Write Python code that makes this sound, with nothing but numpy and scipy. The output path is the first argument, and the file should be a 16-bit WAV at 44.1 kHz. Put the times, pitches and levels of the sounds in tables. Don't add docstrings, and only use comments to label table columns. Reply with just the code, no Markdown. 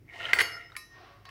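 import sys
import numpy as np
from scipy import signal
from scipy.fft import rfft, irfft
from scipy.io import wavfile
from scipy.ndimage import map_coordinates

SR = 44100
rng = np.random.default_rng(int(sys.argv[2]) if len(sys.argv) > 2 else 0)


def transcribe(u):
    v = np.clip(np.atleast_2d(u).T, -1, 1)
    q = np.round(v * 32767).astype(np.int16)
    wavfile.write(sys.argv[1], SR, q)


N = 57330
T = np.arange(N) / SR


def amp(db):
    return 10 ** (np.asarray(db) / 20)


def unit(x):
    return x / np.sqrt(np.mean(x ** 2) + 1e-20)


def at_frequency(points, hz):
    point_hz, value = np.transpose(points)
    return np.interp(np.log(hz + 1), np.log(point_hz + 1), value)


def colour(x, spectrum):
    gain = amp(at_frequency(spectrum, np.fft.rfftfreq(N, 1 / SR)))
    return unit(irfft(rfft(x) * gain, N))


def coloured_noise(spectrum):
    return colour(rng.standard_normal(N), spectrum)


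def wander(rate_hz):
    knots = rng.standard_normal(200)
    return map_coordinates(knots, [T * rate_hz + 2], order=3, mode="mirror")


def resonate(force, resonances):
    out = np.zeros(N)
    for hz, width_hz, db in resonances:
        pole = np.exp((2j * np.pi * hz - np.pi * width_hz) / SR)
        out += amp(db) * unit(signal.lfilter([1], np.poly([pole, pole]), force).real)
    return out


def decay(start, rise_s, t60):
    age = np.maximum(T - start, 0)
    return (1 - np.exp(-(age / rise_s) ** 2)) * np.exp(-np.log(1000) * age / t60)


def mode(start, hz, t60, rise_s, phase=0):
    return decay(start, rise_s, t60) * np.sin(2 * np.pi * (hz * (T - start) + phase))


def background():
    # pitch_hz, level_db, waver_depth
    partials = [(49.3, -69, 0), (100.1, -66, 0.8)]
    # frequency_hz, gain_db
    air_spectrum = [(15, -47), (28, -35), (60, -4), (114, 4.5), (212, -12.5), (330, -4.5), (520, -16),
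                    (1200, -27.5), (2100, -23.5), (4000, -37), (5500, -30.5), (7000, -38), (16000, -32.5)]
    hum = np.zeros(N)
    for hz, db, depth in partials:
        waver = 1 + depth * (wander(rate_hz=8.3) + 1j * wander(rate_hz=8.3))
        hum += amp(db) * unit((waver * np.exp(2j * np.pi * hz * T)).real)
    return hum + amp(-62.5) * coloured_noise(air_spectrum)


def rumble():
    # time_s, level_db
    envelope = [(0, -56.5), (.05, -53.5), (.1, -61.5), (.2, -62.5), (.45, -55), (.6, -66.5), (1.3, -76.5)]
    # frequency_hz, gain_db
    spectrum = [(20, -26), (60, -9.5), (105, 5.5), (200, -21.5), (315, -7.5), (480, -23.5), (1000, -52),
                (16000, -70)]
    return amp(np.interp(T, *np.transpose(envelope))) * coloured_noise(spectrum)


def sliding():
    # time_s, overall_gain_db, slide_tone_gain_db, high_gain_db, grit_gain_db
    course = [(0, -90, -13, -6, -8), (.075, -71, -15, -5, 6), (0.099, -56.5, -13, -8, 0),
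              (0.144, -43, -10, -6, -0.5), (0.188, -49, -18, 0, 8.5), (0.208, -39, -0.5, 2, 0.5),
              (.25, -40, 1.5, 3.5, 3.5), (0.314, -34.5, -1.5, -5, -0.5), (0.324, -45, 4, 0, 5),
              (0.378, -36, 1, -16, 6.5), (.43, -36.5, -3, -33, -1), (.48, -38.5, 3.5, -42, -13),
              (.56, -44.5, 5.5, -21, -2), (.62, -47, -4, -4.5, -10), (.68, -57.5, -5.5, -7, -3.5),
              (.75, -65.5, 17.5, -9, 13.5), (0.799, -73, -3, 0, 7)]
    # centre_hz, width_hz, gain_db
    slide_tone = [(1396, 123, -3)]
    body_modes = [(689, 62, -14), (1888, 61, -3), (2083, 250, -0.5)]
    high_modes = [(2846, 670, -2), (3500, 990, -12.5)]
    # frequency_hz, gain_db
    grit_spectrum = [(60, -4), (250, -2.5), (500, 6), (1000, 6), (2400, -19), (4500, -5.5), (6500, -13),
                     (10000, -22.5), (16000, -31)]
    # start_s, level_db, pitch_hz
    catches = [(.081, -44, 2150), (0.0892, -37, 2190), (.097, -35, 2180), (.143, -44, 1910),
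               (.2045, -29.5, 1780), (0.2126, -34, 2050), (0.2535, -18, 3090), (0.2668, -25, 1780),
               (0.287, -23.5, 1740), (.7198, -44, 3800)]
    slips_per_s, spread_db, grit_db = 1100, 2, -7.5
    times, *gains_db = np.transpose(course)
    overall, slide_tone_gain, high_gain, grit_gain = (amp(np.interp(T, times, db)) for db in gains_db)
    impulses = (rng.random(N) < slips_per_s / SR) * rng.choice([-1, 1], N)
    slips = impulses * amp(spread_db * np.minimum(rng.exponential(1, N), 2))
    tone, body, high = (resonate(slips, modes) for modes in (slide_tone, body_modes, high_modes))
    grit = amp(grit_db) * colour(unit(slips) + rng.standard_normal(N), grit_spectrum)
    scrape = overall * (slide_tone_gain * tone + body + high_gain * high + grit_gain * grit) / np.sqrt(2)
    squeaks = sum(amp(db) * mode(start, hz, t60=0.016, rise_s=0.00084) for start, db, hz in catches)
    return scrape + squeaks


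def knocks():
    # start_s, clack_db, pitch_hz, thud_db, crack_db, tick_db
    contacts = [(.3320, -5, 2050, -28.5, -19.5, -36), (0.3871, -13, 2010, -33.5, -22.5, -31),
                (.392, -11, 1950, -33.5, -34.5, -35), (0.399, -15.5, 1999, -34.5, -34, -38),
                (0.4022, -17, 1860, -43, -25, -39), (0.4067, -9.5, 2024, -60, -27.5, -36),
                (.412, -14.5, 2080, -35.5, -29.5, -48), (0.4153, -24, 2000, -32.5, -46, -26.5),
                (0.701, -44.5, 1950, -80, -62, -80), (0.7193, -43, 1325, -80, -60, -74),
                (0.7524, -35.5, 1875, -78, -59, -95), (.7648, -27, 2248, -80, -38, -33.5),
                (1.2527, -51, 2090, -65, -45, -69), (1.2898, -42, 1730, -69, -44, -85)]
    # pitch_ratio, gain_db, t60_s
    clack_modes = [(0.772, -8.5, 0.032), (1.001, 3.5, 0.02), (1.141, -6, 0.018), (1.52, -3.5, 0.01)]
    # frequency_hz, gain_db
    thud = [(15, -60), (60, -41), (200, -18.5), (400, 5), (700, -5), (1050, 5.5), (1600, -7.5),
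            (16000, -63)]
    crack = [(60, -46.5), (700, -6), (1300, -1.5), (3000, -0.5), (4500, -2.5), (7000, -18.5), (16000, -26)]
    tick = [(60, -67.5), (3000, -15.5), (5000, -0.5), (7000, -9.5), (8500, -5.5), (9700, 1.5),
            (11500, -2.5), (14000, -30), (16000, -0.5)]
    noises = [coloured_noise(spectrum) for spectrum in (thud, crack, tick)]
    noise_t60_s = (0.035, 0.031, 0.034)
    out = np.zeros(N)
    for start, clack_db, hz, *noise_db in contacts:
        for ratio, db, t60 in clack_modes:
            out += amp(clack_db + db) * mode(start, hz * ratio, t60, rise_s=0.0009)
        for noise, db, t60 in zip(noises, noise_db, noise_t60_s):
            out += amp(db) * noise * decay(start, rise_s=0.0005, t60=t60)
    return out


def ringing():
    # start_s, strength_db, cutoff_hz, place
    blows = [(.3325, 0, 30000, "tip"), (.3875, -9, 30000, "edge"), (.407, 0, 30000, "edge"),
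             (.765, 0, 30000, "handle"), (1.2521, -8, 5000, "handle")]
    mode_hz = [1045, 1222, 1852, 2600, 2853, 3957, 4484, 4550, 5193, 5334, 5522, 6005, 6570, 6742, 7654,
               8160, 8270, 9437, 9799, 10190, 11362, 11573, 12400, 13422, 14706, 15555]
    mode_t60 = [.25, .3, 1.0, .33, .58, .45, .35, .26, .52, .8, .9, .7, .29, .32, .33, .24, .2, .5, .38,
                .23, .28, .39, .26, .38, .25, .18]
    place_db = {"tip": [-47, -56, -58, -52, -60, -60, -48, -37, -60, -58, -62, -65, -58, -66, -46, -47, -46,
                -62, -50, -62, -57, -66, -62, -65, -58, -44], "edge": [-46, -58, -58, -56, -32, -60, -36,
                -52, -41, -58, -68, -58, -41, -53, -62, -51, -62, -54, -54, -74, -60, -47, -50, -53, -78,
                -51], "handle": [-53, -47, -50, -56, -80, -52, -72, -55, -52, -80, -60, -60, -70, -58, -63,
                -71, -60, -80, -78, -48, -54, -78, -59, -78, -66, -64]}
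    shimmer_db = 2.4
    out = np.zeros(N)
    for k, (hz, t60) in enumerate(zip(mode_hz, mode_t60)):
        shimmer = amp(shimmer_db * wander(rate_hz=30))
        for start, db, cutoff_hz, place in blows:
            gain = amp(db + place_db[place][k]) / (1 + (hz / cutoff_hz) ** 6)
            out += gain * shimmer * mode(start, hz, t60, rise_s=0.0011, phase=rng.random())
    return out


def swells():
    # peak_s, half_width_s, pitch_hz, level_db
    notes = [(0.542, 0.033, 5196, -41.5), (0.663, 0.054, 5280, -67), (.93, 0.067, 1853, -50),
             (1.133, 0.06, 1127, -59), (1.14, .05, 564.5, -60), (1.278, 0.023, 1096, -50),
             (1.27, 0.015, 4460, -58.5)]
    out = np.zeros(N)
    for peak, half_width, hz, db in notes:
        envelope = amp(db) * np.exp(-((T - peak) / half_width) ** 2)
        out += envelope * np.sin(2 * np.pi * (hz * T + rng.random()))
    return out


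def rustle():
    # time_s, level_db
    envelope = [(0, -80), (.88, -77.5), (.96, -56), (1.04, -53), (1.14, -58.5), (1.22, -64.5), (1.25, -68),
                (1.26, -58.5), (1.3, -57)]
    # frequency_hz, gain_db
    spectrum = [(80, -6), (250, -8), (400, 5.5), (530, -6.5), (720, 9), (880, -3), (1120, 8), (1400, 1.5),
                (2600, -5), (5500, -12), (7000, -31.5), (16000, -46)]
    return amp(np.interp(T, *np.transpose(envelope))) * coloured_noise(spectrum)


def room(x):
    # frequency_hz, t60_s
    reverb_times = [(150, 1), (600, 0.54), (2000, 0.31), (6000, 0.47), (16000, .2)]
    build_up_s = 0.0053
    hz, t, spectrogram = signal.stft(rng.standard_normal(SR // 2), SR, nperseg=256)
    damping = np.exp(-np.log(1000) * t / at_frequency(reverb_times, hz)[:, None])
    tail = signal.istft(spectrogram * damping, SR, nperseg=256)[1]
    tail *= np.minimum(np.arange(len(tail)) / SR / build_up_s, 1)
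    return signal.fftconvolve(x, tail / np.linalg.norm(tail))[:N]


def scene():
    contact = knocks() + sliding()
    ring = ringing() + swells()
    reverberation = room(amp(-12) * contact + amp(-13) * ring)
    return (contact + ring + reverberation + rustle() + rumble() + background())[None]


def record(dry):
    cutoff_hz = 15850
    lowpass = signal.firwin(511, cutoff_hz, window=("kaiser", 9), fs=SR)
    return signal.oaconvolve(dry, lowpass[None], "same")


dry = scene()
out = record(dry)
transcribe(out)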